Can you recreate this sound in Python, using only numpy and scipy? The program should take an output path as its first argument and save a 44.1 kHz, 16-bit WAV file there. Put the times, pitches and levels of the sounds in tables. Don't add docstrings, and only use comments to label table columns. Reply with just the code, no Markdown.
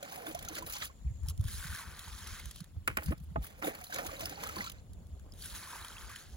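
import sys
import numpy as np
from scipy import signal
from scipy.fft import rfft, irfft, next_fast_len
from scipy.io import wavfile
from scipy.ndimage import uniform_filter1d, map_coordinates

SR = 44100
rng = np.random.default_rng(int(sys.argv[2]) if len(sys.argv) > 2 else 0)


def bounce(signal):
    frames = np.transpose(np.atleast_2d(signal))
    limited = np.clip(frames, -1, 1)
    pcm = np.round(limited * 32767).astype(np.int16)
    wavfile.write(sys.argv[1], SR, pcm)


N = 280590
DIRECT = np.array([[1], [0]])
SIDE = np.array([[1], [-1]])

# frequency in Hz, relative density in dB per Hz.
SPRAY = [(5000, 1), (7600, -38), (8200, 6), (10000, 8), (12500, 5.5), (15500, 6.5), (17000, -10)]


def amp(db):
    return 10 ** (np.asarray(db) / 20)


def unit(x):
    return x / np.sqrt(np.mean(x ** 2) + 1e-20)


def along(points, hz):
    f, *cols = np.transpose(points)
    return np.squeeze([np.interp(np.log(hz + 1), np.log(f), c) for c in cols])


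def gains(spans):
    t, total = np.arange(N) / SR, 0
    for rows in spans:
        s, *cols = np.transpose(rows)
        edge = np.clip(np.minimum(t - s[0], s[-1] - t) / 0.016 + 1, 0, 1)
        total = total + edge * amp([np.interp(t, s, c) for c in cols])
    return total


def wobble(rate):
    knots = rng.standard_normal(int(N * rate / SR) + 4)
    return map_coordinates(knots, [np.arange(N) * rate / SR])


def filtered(x, response):
    m = next_fast_len(N + 8192)
    return irfft(rfft(x, m) * response(np.fft.rfftfreq(m, 1 / SR)), m)[..., :N]


def rumble(spectrum):
    def colour(hz):
        return amp(along(spectrum, hz) - 80 * (hz < spectrum[0][0]))
    return unit(filtered(rng.standard_normal((2, N)), colour))


def noise(spectrum, patchy_db):
    hz, shape = np.fft.rfftfreq(512, 1 / SR), (257, N // 256 + 3)
    z = rng.standard_normal((2, *shape)) + 1j * rng.standard_normal((2, *shape))
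    patches = uniform_filter1d(rng.standard_normal(shape), size=6, axis=0)
    patches = unit(uniform_filter1d(patches, size=2, axis=1))
    colour = along(spectrum, hz) - 80 * (hz < spectrum[0][0])
    cells = z * amp(colour[:, None] + patchy_db * patches)
    return unit(signal.istft(cells, nperseg=512)[1][:, :N])


def spatter(rate, spread_db, t60, smooth):
    sizes = amp(spread_db * np.minimum(rng.exponential(size=N), 3))
    hits = (rng.random(N) < rate / SR) * sizes
    swell = uniform_filter1d(hits, size=SR // 500)
    decay = signal.lfilter([1], [1, -amp(-60 / SR / t60)], swell)
    return unit(smooth + unit(decay))


def bubbles(rate, low_hz, high_hz, cycles, spread_db, size, rise=0.02):
    draw = rng.random((int(rate * N / SR), 3))
    hz = low_hz * (high_hz / low_hz) ** draw[:, 1:2]
    k = np.arange(size)
    u = k / SR * hz / cycles
    strength = amp(-spread_db * np.log(draw[:, 2:] + 0.055))
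    tone = np.sin(2 * np.pi * cycles * (u + rise * u * u))
    wave = strength * (1 - np.exp(-12 * u)) * np.exp(-4 * u) * tone
    at = (draw[:, :1] * N).astype(int) + k
    return unit(np.bincount(at.ravel(), wave.ravel(), N + size)[:N]) * DIRECT


def ticks():
    return 0.3 * bubbles(260, 2500, 14000, cycles=5, spread_db=7, size=90, rise=.1)


def bursts(events, t60, bright, body):
    top, low, t = np.zeros(N + SR), np.zeros(N + SR), np.arange(SR // 8) / SR
    shape = amp(-60 * t / t60) * (1 - np.exp(-t / .0016)) ** 2
    shape = shape / shape.max()
    for s, db, body_db in events:
        at = round((s - .002) * SR)
        top[at:][:len(t)] += amp(db - 9) * shape
        low[at:][:len(t)] += amp(body_db + db - 9) * shape
    return .5 * top[:N] * bright + .6 * low[:N] * body


def glides(rows, attack):
    x = np.zeros(N)
    for s, db, first_hz, last_hz, length in rows:
        u = np.linspace(0, 1, round(length * SR)) ** attack
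        phase = 2 * np.pi * np.cumsum(first_hz + (last_hz - first_hz) * u) / SR
        x[round(s * SR):][:len(u)] += amp(db) * np.sin(np.pi * u) * np.sin(phase)
    return x


def placed(x, where):
    def turn(hz):
        return np.arccos(np.clip(along(where, hz)[1], 0, 1)) / 2

    def split(hz):
        return np.array([np.cos(turn(hz)), np.sin(turn(hz))])

    def ports(hz):
        lag, _, db = along(where, hz)
        return amp(SIDE * db / 2) * np.exp(-.5j * SIDE * lag)
    direct, scattered = filtered(x, split)
    return filtered(direct + SIDE * scattered, ports)


def field():
    # frequency in Hz, relative density in dB per Hz.
    leaves = [(150, -83), (350, -95), (700, -100), (1400, -104), (2300, -109), (3400, -107), (5500, -112),
              (6600, -112), (7100, -105), (7600, -112), (9500, -113), (10300, -110), (11000, -115),
              (16000, -115)]
    # frequency in Hz, relative density in dB per Hz.
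    chorus = [(5900, -30), (6500, -7), (6850, 0), (7250, 0), (7600, -8), (8100, -40)]
    # time in seconds, level in dB.
    insect_levels = [(0, -82), (1.2, -72.5), (2.7, -106), (3.5, -123), (5, -79), (6.36, -84)]
    # time in seconds, level in dB.
    murmur_levels = [(0, -83), (1, -75), (2.5, -71.5), (3.3, -118), (4.7, -70), (5.3, -68), (6.36, -66)]
    tremble_db, pulses_per_s = 3.5, 65
    pulse = np.sin(2 * np.pi * pulses_per_s * np.arange(N) / SR + 2 * wobble(4))
    tremble = amp(tremble_db * (pulse + 0.61 * wobble(15)))
    insects = gains([insect_levels])[0] * tremble * rumble(chorus + [(8300, -120)])
    low_rustle = rumble([(200, -7.5), (400, -7.5), (700, -8), (1100, -19), (1600, -53)])
    murmur = gains([murmur_levels])[0] * amp(2.9 * wobble(23)) * low_rustle
    return amp(-64.0 + 0.51 * wobble(3.03)) * noise(leaves, patchy_db=3) + insects + murmur


def breeze():
    # time in seconds, relative strength in dB.
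    strength = [(0.0, -69), (0.56, -50.5), (1.03, -53), (1.27, -42.5), (1.45, -35.5), (1.82, -53.5),
                (2.48, -52), (3.03, -49.5), (3.22, -46), (3.61, -57.5), (5.12, -50.5), (5.63, -56),
                (6.29, -52.5), (6.36, -79)]
    # centre in seconds, relative peak in dB, pitch in Hz.
    puffs = [(1.018, -44, 51.3), (1.057, -37, 127), (1.075, -25, 63), (1.114, -33, 104),
             (1.161, -39.5, 61.4), (1.241, -28.5, 68.4), (1.288, -36, 128), (1.307, -30.5, 74.5),
             (1.396, -30.5, 119), (1.403, -23, 87), (1.455, -32, 123), (1.465, -36, 75.0), (1.543, -36, 73),
             (1.66, -45, 66), (1.658, -39, 142), (1.71, -47, 55), (1.889, -39.5, 69), (2.087, -42, 70.4),
             (2.144, -38.5, 55), (2.28, -42, 61), (2.476, -34, 59.5), (2.619, -35.5, 163),
             (2.765, -49, 150), (2.778, -34.5, 88.5), (2.9, -39.5, 110), (2.921, -39, 63),
             (2.997, -37.5, 74.0), (3.068, -35.5, 134), (3.091, -23.5, 167), (3.098, -24, 68.5),
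             (3.112, -31.5, 227), (3.134, -34.5, 140), (3.215, -39, 149), (3.239, -38, 62.6),
             (3.295, -39, 68.4), (3.32, -38, 154), (3.365, -33, 74), (3.381, -32, 139), (3.384, -36, 242),
             (3.404, -29.5, 55), (3.663, -43, 181), (4.085, -43.5, 81.6), (4.569, -40.5, 179),
             (4.739, -41, 61.4), (4.915, -39.5, 75), (4.976, -42.5, 69.4), (5.137, -41, 63.0),
             (5.176, -41, 62), (5.23, -44, 66.6), (5.533, -42, 55.6), (6.051, -39.5, 56), (6.343, -38, 61)]
    # frequency in Hz, relative density in dB per Hz.
    buffet_spectrum = [(15, -21), (32, 21), (55, 5.5), (78, 11.5), (110, 5), (160, -53)]
    # frequency in Hz, relative density in dB per Hz.
    flutter_spectrum = [(70, -29), (120, 3.5), (200, -1), (320, -22), (600, -70)]
    flutter_db, flutter_grows = -62.5, 0.28
    puff_swings, puff_flutter_db = 1.13, -26.5
    s, strength_db = np.transpose(strength)
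    flutter_levels = flutter_db + flutter_grows * (strength_db - strength_db.mean())
    buffet, flutter = gains([np.transpose([s, strength_db, flutter_levels])])
    lumps = 3 * wobble(22)
    x = amp(3.0) * buffet * unit(amp(lumps) * rumble(buffet_spectrum))
    shake = rumble(flutter_spectrum)
    x = x + flutter * unit(amp(lumps + 2.2 * wobble(35)) * shake)
    t = np.arange(N) / SR
    phases = rng.uniform(0, 2 * np.pi, (len(puffs), 2, 1))
    for (s, db, hz), phase in zip(puffs, phases):
        near = slice(max(round((s - .1) * SR), 0), round((s + .1) * SR))
        cycles = hz * (t[near] - s)
        swing = np.sin(2 * np.pi * cycles + phase) + amp(puff_flutter_db) * shake[:, near]
        x[:, near] += amp(db - 0.5) * np.exp(-(cycles / puff_swings) ** 2) * swing
    return x


def hollow(drive, centre_hz):
    # frequency in Hz, bandwidth in Hz.
    resonances = [(315, 8.3), (460, 110), (565, 69), (720, 190), (820, 240)]
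    x = 0
    for hz, width_hz in resonances:
        ring = filtered(drive, lambda f: 1j * f * width_hz / (hz * hz - f * f + 1j * f * width_hz))
        x = x + unit(ring) * amp(-14 * np.abs(np.log2(centre_hz / hz)))
    return x / np.sqrt(uniform_filter1d(np.mean(x ** 2, axis=0), size=SR // 8) + 1e-9)


def filling():
    # time in seconds, relative flow in dB, spray in dB over flow,
    # gurgle in dB over flow, hollow pitch in Hz.
    fill = [
        [(0.0, -67.5, -8, 7, 534), (0.12, -57, -1, 2, 730), (0.234, -62, -1.5, 8.5, 664),
         (0.294, -58.5, 6.5, 8, 402), (0.344, -61.5, -6, 3, 690), (0.474, -65, -5, 8, 520),
         (0.488, -50, -9, -12, 421), (0.512, -64, -1, 14, 334), (0.545, -56.5, 0, -1, 350),
         (0.565, -49.5, -4, -4, 378), (0.634, -66.5, -9, 16.5, 362), (0.658, -64.5, 2, 4, 397),
         (0.675, -58.5, 8, 6, 500), (0.722, -51, -3, -12, 645), (0.765, -48, -14, -13, 560),
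         (0.79, -54, 1, -11, 520), (0.825, -48.5, -11, -6, 480), (0.854, -50, 3, -18, 435),
         (0.92, -79, -13, 10, 340)],
        [(2.99, -73, 1, 15, 390), (3.04, -67.5, 12, 6, 283), (3.09, -58.5, -3, -1, 264),
         (3.13, -68.5, 11, 26.5, 280), (3.16, -97, 0, -12, 300), (3.19, -111, 6, -16, 272),
         (3.24, -91, 27, -13, 270), (3.3, -106, -12, 0, 268)],
        [(3.41, -77, -2, 15, 430), (3.432, -58, 9, -2, 590), (3.556, -74, -8, 7, 490),
         (3.6, -67.5, 7, 6.5, 577)],
        [(3.63, -59, -3, 14.5, 437), (3.646, -48, 3.5, 6, 414), (3.694, -56.5, 4, 12, 430),
         (3.74, -64, -4, 10, 563), (3.892, -63.5, 4, -5, 725), (3.932, -50.5, -9, -2, 473),
         (4.004, -55, -4, 8.5, 646), (4.072, -55, 2, 4, 500), (4.114, -57.5, -5, 3, 535),
         (4.188, -60, -4, 3, 550), (4.205, -53.5, -3, 2.5, 556), (4.252, -52, -5, -2, 550),
         (4.28, -55.5, -3, 4.5, 394), (4.372, -57.5, -7.5, 1, 540), (4.44, -54, -5, 3.5, 486),
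         (4.53, -57, -6, 0, 445), (4.584, -51, -3, 3, 410), (4.678, -50.5, -12, -15, 354),
         (4.73, -71.5, -13, 6.5, 427), (4.8, -71.5, -21, -10, 353)],
    ]
    # time in seconds, relative peak in dB, body in dB over peak.
    slaps = [(0.0288, -30.5, -17), (0.0917, -64, -9), (0.1216, -37, -18), (0.16, -35, 0), (0.2673, -38, -1),
             (0.3272, -47, -16), (0.3486, -29, -10), (0.391, -33, -28), (0.4274, -35, -29),
             (0.4499, -33.5, -26), (0.4863, -28, -29), (0.5526, -31.5, -19), (0.5851, -32, -14),
             (0.625, -36, -21), (0.6645, -34.5, -25), (0.6985, -31, -23), (0.7243, -30, -33),
             (0.736, -28, -29), (0.7544, -37, -21), (0.767, -40, 1), (0.822, -38, 9), (0.8344, -39, -13),
             (3.0333, -38.5, -25), (3.0607, -34.5, -27), (3.1794, -44.5, -13), (3.202, -50, -24),
             (3.2373, -56, -21), (3.4279, -46, -26), (3.468, -37.5, -1), (3.625, -49, 20.5),
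             (3.7506, -35, -7), (3.8135, -42, -1.5), (3.8414, -30.5, -29), (3.9236, -48, -4),
             (3.9442, -27, -24), (3.9606, -29.5, -2), (3.9856, -30, 5.5), (4.0479, -36, -29),
             (4.0654, -28.5, -15), (4.134, -50, -22), (4.166, -48, -20), (4.1956, -32.5, -16),
             (4.2085, -31, -22), (4.2565, -24, -38), (4.2954, -29.5, -12), (4.4356, -27, -2),
             (4.472, -32, -17), (4.4919, -32.5, -2), (4.5603, -37, -11), (4.5852, -40, 1),
             (4.6431, -34, -5), (4.665, -50, 9), (4.6975, -32, -27), (4.7189, -34, -13)]
    # frequency in Hz, relative density in dB per Hz.
    splash_spectrum = [(1500, -23), (2700, -0.5), (3600, -1), (4400, -2), (5300, -4.5), (6500, -1),
                       (7600, -4.5), (9000, -70)]
    # frequency in Hz, relative density in dB per Hz.
    slosh_spectrum = [(500, -49), (950, 0), (1500, 3), (2400, 2.5), (3500, -22)]
    # frequency in Hz, relative density in dB per Hz.
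    gurgle_spectrum = [(120, 6.5), (280, 0.5), (400, -6.5), (600, -3.5), (800, -1), (1300, -42)]
    slosh_depth = 0.48
    levels = [[(s, db, db + fine_db, db + slosh_depth * deep_db, db + deep_db)
               for s, db, fine_db, deep_db, _ in rows] for rows in fill]
    flow, spray, slosh, gurgle = gains(levels)
    churn = rumble(gurgle_spectrum)
    centre_hz = np.interp(np.arange(N) / SR, *np.concatenate(fill)[:, [0, -1]].T)
    drops = spatter(300, spread_db=3.5, t60=.045, smooth=.8)
    fine, coarse = noise(SPRAY, patchy_db=3), noise(splash_spectrum, patchy_db=3)
    wash = noise(slosh_spectrum, patchy_db=3)
    small = bubbles(230, 2720, 6040, cycles=22, rise=0.042, spread_db=3, size=220)
    medium = bubbles(180, 905, 3060, cycles=29, rise=0.38, spread_db=3, size=600)
    large = bubbles(90, 400, 970, cycles=16, rise=0.12, spread_db=3, size=1500)
    x = amp(1.5) * spray * drops * fine
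    x = x + amp(2.0) * flow * unit(drops * coarse + ticks() + 0.5 * small)
    x = x + amp(4.0) * slosh * unit(drops * wash + 0.79 * medium)
    x = x + amp(1.0) * gurgle * unit(0.37 * churn + 0.97 * hollow(drops * churn, centre_hz) + 0.5 * large)
    return x + bursts(slaps, 0.024, fine + 0.8 * coarse, wash)


def gulps():
    # start in seconds, relative peak in dB, first and last pitch in Hz, length in seconds.
    pockets = [(0.02, -50, 715, 737, 0.044), (0.15, -47, 645, 768, 0.082), (0.225, -51, 743, 620, 0.092),
               (0.272, -47, 329, 315, 0.054), (0.346, -38.5, 534, 720, 0.017), (0.505, -45, 320, 325, 0.04),
               (0.555, -53, 333, 305, 0.056), (0.6, -49.5, 313, 338, 0.062), (0.74, -51, 830, 820, .05),
               (3.585, -54, 526, 517, 0.033), (3.635, -38, 346, 300, 0.022), (3.64, -38, 557, 494, 0.02),
               (3.64, -37, 730, 790, 0.029), (3.66, -35.5, 255, 341, .04), (3.677, -33, 397, 615, 0.022),
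               (3.665, -42, 679, 646, 0.06), (3.81, -54, 747, 700, 0.059), (3.945, -40, 446, 594, 0.039),
               (3.982, -37, 715, 720, 0.027), (4.04, -45, 690, 784, 0.043), (4.05, -43, 302, 317, 0.02),
               (4.11, -48, 690, 604, .03), (4.185, -47, 517, 583, .035), (4.22, -43.5, 564, 746, 0.051),
               (4.225, -49.5, 320, 318, 0.047), (4.29, -52, 313, 285, .06), (4.315, -46, 820, 760, 0.021),
               (4.37, -50, 796, 825, 0.059), (4.43, -57, 540, 550, 0.11), (4.56, -46, 192, 205, 0.076),
               (4.58, -50, 1000, 1070, 0.029), (4.58, -47, 820, 810, 0.033)]
    return glides(pockets, attack=0.6) * amp(3 * wobble(110)) * DIRECT


def plops(events, t60):
    high_die_faster = 0.93
    x, t = np.zeros(N + SR), np.arange(SR // 6) / SR
    for s, db, hz in events:
        ring_s = max(t60 * (1000 / hz) ** high_die_faster, .01)
        envelope = amp(db - 4.5 - 60 * t / ring_s) * (1 - np.exp(-t / 0.0015))
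        x[round(s * SR):][:len(t)] += envelope * np.sin(2 * np.pi * hz * (.985 * t + 0.28 * t * t))
    return x[:N] * DIRECT


def bird():
    # start in seconds, relative peak in dB, first and last pitch in Hz, length in seconds.
    chirps = [(0.91, -69, 2330, 1980, 0.032), (1.05, -73, 4340, 4050, .025),
              (1.068, -68, 2480, 2410, 0.016), (1.075, -66, 2120, 1960, 0.036),
              (5.168, -71, 3720, 4300, .028)]
    return glides(chirps, attack=1) * wobble(450) * DIRECT


def pouring():
    # time in seconds, relative levels in dB of the flow,
    # the puddle patter and the deep patter.
    pours = [
        [(1.22, -82, -94, -90), (1.232, -86, -76, -71), (1.268, -76, -68, -71), (1.286, -57, -73, -69),
         (1.296, -55, -63, -66), (1.308, -55, -76, -60), (1.328, -77, -76, -81), (1.342, -78, -91, -91),
         (1.36, -78, -94, -90)],
        [(1.43, -69, -69, -80), (1.472, -57, -62, -73), (1.482, -51, -55.5, -61), (1.552, -51.5, -59.5, -68.5),
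         (1.616, -51, -51, -58), (1.82, -53.5, -50, -57), (1.842, -60, -55, -56.5), (2.144, -55.5, -59, -62),
         (2.356, -53, -52, -59.5), (2.522, -63, -69, -81), (2.59, -57.5, -73, -91), (2.608, -67, -68, -75),
         (2.72, -86, -83, -85)],
        [(5.35, -72, -75, -81), (5.416, -56, -69, -79), (5.444, -50.5, -55, -71), (5.496, -54.5, -61, -69),
         (5.52, -52, -56, -62), (5.74, -55, -52.5, -53.5), (6.08, -58.5, -58, -60.5), (6.118, -55.5, -54, -59),
         (6.148, -59.5, -55, -68), (6.162, -54, -53, -67), (6.17, -56, -54, -66), (6.314, -65, -73, -76),
         (6.36, -65, -70, -76)],
    ]
    # time in seconds, relative peak in dB, body in dB over peak.
    single_drops = [(1.2349, -40.5, -16), (1.249, -50, -25), (1.261, -42, -13), (1.27, -40, -25),
                    (1.2863, -22, -40), (1.299, -26, -29), (1.3776, -35, -31), (1.396, -43, -23),
                    (1.411, -30, -25), (1.4414, -34.5, -10.5), (1.4539, -37, -22), (1.4838, -36, -10.5),
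                    (1.67, -33, -9), (1.749, -27, -20), (1.7597, -28.5, -29), (1.81, -41, -14),
                    (1.9932, -27, -29), (2.0825, -35, -14), (2.2735, -31, -22), (2.3977, -33, -20),
                    (2.4571, -28, -21), (2.492, -47, -6), (2.512, -26, -20), (2.5604, -28.5, -17),
                    (2.606, -27.5, -21), (2.6432, -37.5, -18), (4.7844, -57, -22), (4.934, -39, -24.5),
                    (5.07, -48, -24), (5.196, -42.5, -9.5), (5.3216, -40, -31), (5.338, -40, -35),
                    (5.395, -44, -15), (5.4224, -32, -35), (5.4588, -28.5, -18), (5.634, -52, -29),
                    (5.673, -54, -12), (5.708, -52, -12), (5.8474, -33, -4.5), (5.883, -36.5, -28),
                    (6.0959, -42, 1), (6.1597, -34, -18)]
    # frequency in Hz, relative density in dB per Hz.
    fizz_spectrum = [(1800, -30), (2600, -8.5), (3100, -0.5), (4200, 0), (5000, -5), (6500, 0.5),
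                     (7600, -2.5), (9000, -82)]
    # frequency in Hz, relative density in dB per Hz.
    patter_spectrum = [(900, -28), (1300, -3), (1550, 3.5), (1800, -1.5), (2250, -4), (2600, -2),
                       (3200, -32)]
    # frequency in Hz, relative density in dB per Hz.
    deep_spectrum = [(450, -11), (750, -11.5), (900, -9), (1200, 4.5), (1400, -6), (1800, -31)]
    thin_db_per_s = 6
    levels = [[(s, db - thin_db_per_s * (s - rows[0][0]), db, *wet_db) for s, db, *wet_db in rows]
              for rows in pours]
    spray, splash, patter, deep = gains(levels)
    drops = spatter(450, spread_db=3.5, t60=.07, smooth=.9)
    fine, coarse = noise(SPRAY, patchy_db=0), noise(fizz_spectrum, patchy_db=3)
    body, low = noise(patter_spectrum, patchy_db=0.5), noise(deep_spectrum, patchy_db=1)
    small = bubbles(400, 2650, 5000, cycles=16, spread_db=3, size=300, rise=0.2)
    medium = bubbles(400, 1300, 2200, cycles=16, spread_db=3, size=500, rise=.12)
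    large = bubbles(200, 830, 1250, cycles=14, spread_db=3, size=700, rise=.12)
    x = amp(6.5) * spray * drops * fine
    x = x + amp(1.06) * splash * unit(drops * coarse + ticks() + 0.54 * small)
    x = x + amp(-0.7) * patter * unit(drops * body + .9 * medium)
    x = x + amp(-0.7) * deep * unit(drops * low + .9 * large)
    return x + bursts(single_drops, 0.013, fine + 0.5 * coarse, body + low)


def knocks():
    # time in seconds, relative peak in dB, crack in dB over peak,
    # favoured pitch in Hz, clack in dB over peak.
    blows = [(2.8759, -18.5, 0, 1510, 0.5), (2.8995, -37, -29, 1490, 0), (2.912, -42, -25, 1490, 0),
             (2.97, -19.5, -2.5, 1430, -1.5), (2.984, -29.5, -29, 895, -6), (2.993, -49, -30, 1900, -4),
             (3.021, -36, -14, 990, -6), (3.121, -31.5, -24, 730, 1), (3.358, -19.5, -36, 650, -17.5)]
    # frequency in Hz, relative level in dB, t60 in seconds before water damping.
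    modes = [(560, -2, 0.027), (657, 6.5, 0.053), (847, 4, 0.07), (1100, 9.5, 0.039), (1250, -2, 0.15),
             (1470, 20, 0.023), (1900, 9, 0.047), (2140, 2, 0.078), (2920, -13, 0.079), (3900, -21, 0.036)]
    # frequency in Hz, relative density in dB per Hz.
    thud_spectrum = [(110, -21), (180, 9), (320, 4.5), (550, 7), (900, -57)]
    # frequency in Hz, relative density in dB per Hz.
    clack_spectrum = [(250, -12), (600, -18), (1400, -1), (2400, 0), (3600, -18), (5000, -55)]
    # frequency in Hz, relative density in dB per Hz.
    crack_spectrum = [(2500, -50), (3800, 4), (6500, 2), (10000, 5), (16500, -1)]
    tap_t60_s, hard_t60_s = 0.019, 0.029
    thud_db, thud_t60_s = -16, 0.08
    x, thud, clack, crack = np.zeros((4, N + SR))
    t = np.arange(SR // 5) / SR
    rise = (1 - np.exp(-t / .0012)) ** 2
    for s, db, crack_db, centre_hz, clack_db in blows:
        at = slice(round(s * SR), round(s * SR) + len(t))
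        ring = 0
        for hz, level, t60 in modes:
            mode_db = level - 9.8 * abs(np.log2(hz / centre_hz)) + rng.normal(0, 1.5)
            damped_s = t60 * min(700 / hz, .9)
            ring = ring + amp(mode_db - 60 * t / damped_s) * np.sin(2 * np.pi * hz * t)
        x[at] += amp(db - 3.0) * rise * ring / np.abs(rise * ring).max()
        clack_s = hard_t60_s if db > -30 else tap_t60_s
        clack[at] += amp(db + clack_db) * rise * (amp(-60 * t / clack_s) + 0.042 * amp(-60 * t / 0.22))
        thud[at] += amp(db + thud_db - 60 * t / thud_t60_s) * rise
        crack[at] += amp(db + crack_db) * rise * (amp(-60 * t / 0.015) + 0.015 * amp(-60 * t / 0.29))
    contact = clack[:N] * noise(clack_spectrum, patchy_db=0)
    contact = contact + 1.13 * crack[:N] * noise(crack_spectrum, patchy_db=0)
    return x[:N] * DIRECT + thud[:N] * rumble(thud_spectrum) + contact


def scene():
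    # frequency in Hz, left lag in radians, likeness 0-1, left over right in dB.
    around = [(38.2, -0.15, 0.84, 2), (116, -0.9, 0.78, -0.5), (287, 0.7, 0.66, -1), (910, -1.8, 0.62, 1.5),
              (1590, 1, 0.06, -0.5), (3320, -1.5, 0.55, 0.5), (4900, 11, 0.15, -5), (7940, 9, 0.15, 6)]
    # frequency in Hz, left lag in radians, likeness 0-1, left over right in dB.
    right = [(59.7, -2, 0.6, 4), (280, 0.75, 1, 0.5), (736, 2, 0.78, -5.5), (1400, 2, 0.5, -2.5),
             (2730, 3.5, 0.76, -0.5), (3600, 4.5, 0.25, -2), (5340, 8.5, 1, -5.5), (7200, 7, 0, 4.5)]
    # frequency in Hz, left lag in radians, likeness 0-1, left over right in dB.
    front = [(300, -0.14, 0.24, 0.5), (1420, 0.3, 1, -1), (2980, -1.76, 0.74, 2.5), (3020, -0.68, 0.57, 0),
             (5470, -1.6, 0.91, -4), (8150, 1, 0.026, 3)]
    # time in seconds, relative peak in dB, pitch in Hz.
    bucket_tones = [(0.026, -30.5, 570), (0.0268, -32, 1490), (0.121, -34, 775), (0.174, -31.5, 737),
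                    (0.206, -37, 490), (0.263, -29, 687), (0.2663, -27, 1510), (0.351, -25, 705),
                    (0.4763, -30.5, 1400), (0.49, -35, 750), (0.586, -35, 550), (0.6225, -27.5, 1010),
                    (0.268, -23.5, 3580), (0.3486, -23, 6050), (0.4274, -37, 3630), (0.45, -25, 5960),
                    (0.4863, -13, 6500), (0.552, -40, 4410), (0.6654, -28, 4000), (0.7243, -24, 5800),
                    (0.735, -33, 3960), (0.806, -40, 4700), (0.822, -21, 4000), (3.6437, -20.5, 3700),
                    (3.7505, -29.5, 4460), (3.82, -32, 2270), (3.868, -27.5, 4160), (3.985, -26, 3700),
                    (4.166, -27, 3950), (4.2563, -14, 5160), (4.3576, -32, 4460), (4.4364, -24, 4330),
                    (4.56, -22, 4520), (4.5856, -21.5, 4460), (4.6435, -23.5, 4100), (4.664, -28, 3300),
                    (4.675, -24, 4470), (0.6998, -34, 1290), (0.7542, -33.5, 1010), (0.8265, -26.5, 1290),
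                    (0.8979, -40, 1090), (3.6313, -24, 1400), (3.897, -37, 735), (3.9236, -21, 1610),
                    (3.9596, -24, 2360), (3.9875, -20, 1800), (3.99, -26, 564), (4.0918, -29, 1195),
                    (4.132, -33.5, 544), (4.1945, -35, 1080), (4.375, -34, 856), (4.4365, -35, 1080),
                    (4.4659, -26.5, 1320), (4.466, -32, 830), (4.4928, -27.5, 1315), (4.564, -37, 350),
                    (4.5652, -24.5, 1053), (4.6071, -15.5, 2040), (4.6709, -25, 1366)]
    # time in seconds, relative peak in dB, pitch in Hz.
    puddle_bubbles = [(1.261, -42.5, 880), (1.484, -33, 1680), (1.626, -30, 1540), (1.696, -34, 1480),
                      (1.727, -24.5, 1510), (1.75, -28, 1670), (1.787, -33, 1470), (1.643, -29, 1550),
                      (1.795, -31, 1130), (1.81, -35, 1006), (1.873, -43, 1040), (1.486, -33, 3130),
                      (1.62, -43, 3580), (1.931, -35, 1540), (2.029, -54, 1650), (2.055, -34, 3100),
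                      (2.129, -31, 3520), (2.188, -29, 3700), (2.214, -46, 1620), (2.563, -46, 3390),
                      (2.077, -39, 890), (2.284, -42, 1170), (2.338, -37, 1150), (2.397, -28, 2160),
                      (4.784, -38, 4250), (5.322, -30.5, 5140), (5.424, -28, 4500), (5.549, -32, 1830),
                      (5.633, -26, 4400), (5.64, -38, 1710), (5.704, -45, 1630), (5.824, -27, 4000),
                      (5.848, -24.5, 3260), (5.883, -28, 4100), (5.925, -29, 3250), (6.023, -33, 1690),
                      (6.1, -34, 1210), (6.16, -21.5, 3130), (5.621, -41, 1010), (5.673, -34, 1080),
                      (5.73, -32.5, 985), (5.755, -31, 920), (5.827, -41, 1260), (5.848, -50, 1300),
                      (5.903, -39, 1440), (5.967, -26, 2700), (5.982, -25.5, 3300), (6.152, -38, 1640)]
    # frequency in Hz, gain in dB.
    netting = [(8500, -1), (12000, -6.5), (16000, -11.5)]
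    surroundings = field() + breeze() + bird()
    bucket = filling() + gulps() + plops(bucket_tones, t60=0.047) + knocks()
    stream = filtered(pouring(), lambda hz: amp(along(netting, hz)))
    ground = stream + plops(puddle_bubbles, t60=0.029)
    return placed(surroundings, around) + placed(bucket, right) + placed(ground, front)


def record(dry):
    split_hz, top_hz = 7500, 16855

    def treble(hz):
        lag = np.pi + 2 * np.pi * (hz - 8580) / 4900
        return (hz >= split_hz) * 1.565 * np.exp(-.5j * SIDE * lag)

    def band(hz):
        bass_cut = 1 / np.sqrt(1 + (46 / (hz + 1)) ** 8)
        return amp(-34 * (hz > 15900)) * bass_cut * (hz < top_hz)
    own = filtered(dry, lambda hz: np.where(hz < split_hz, 1, .35))
    shared = filtered(dry[1], treble)
    return filtered(own + shared, band)


dry = scene()
out = record(dry)
bounce(out)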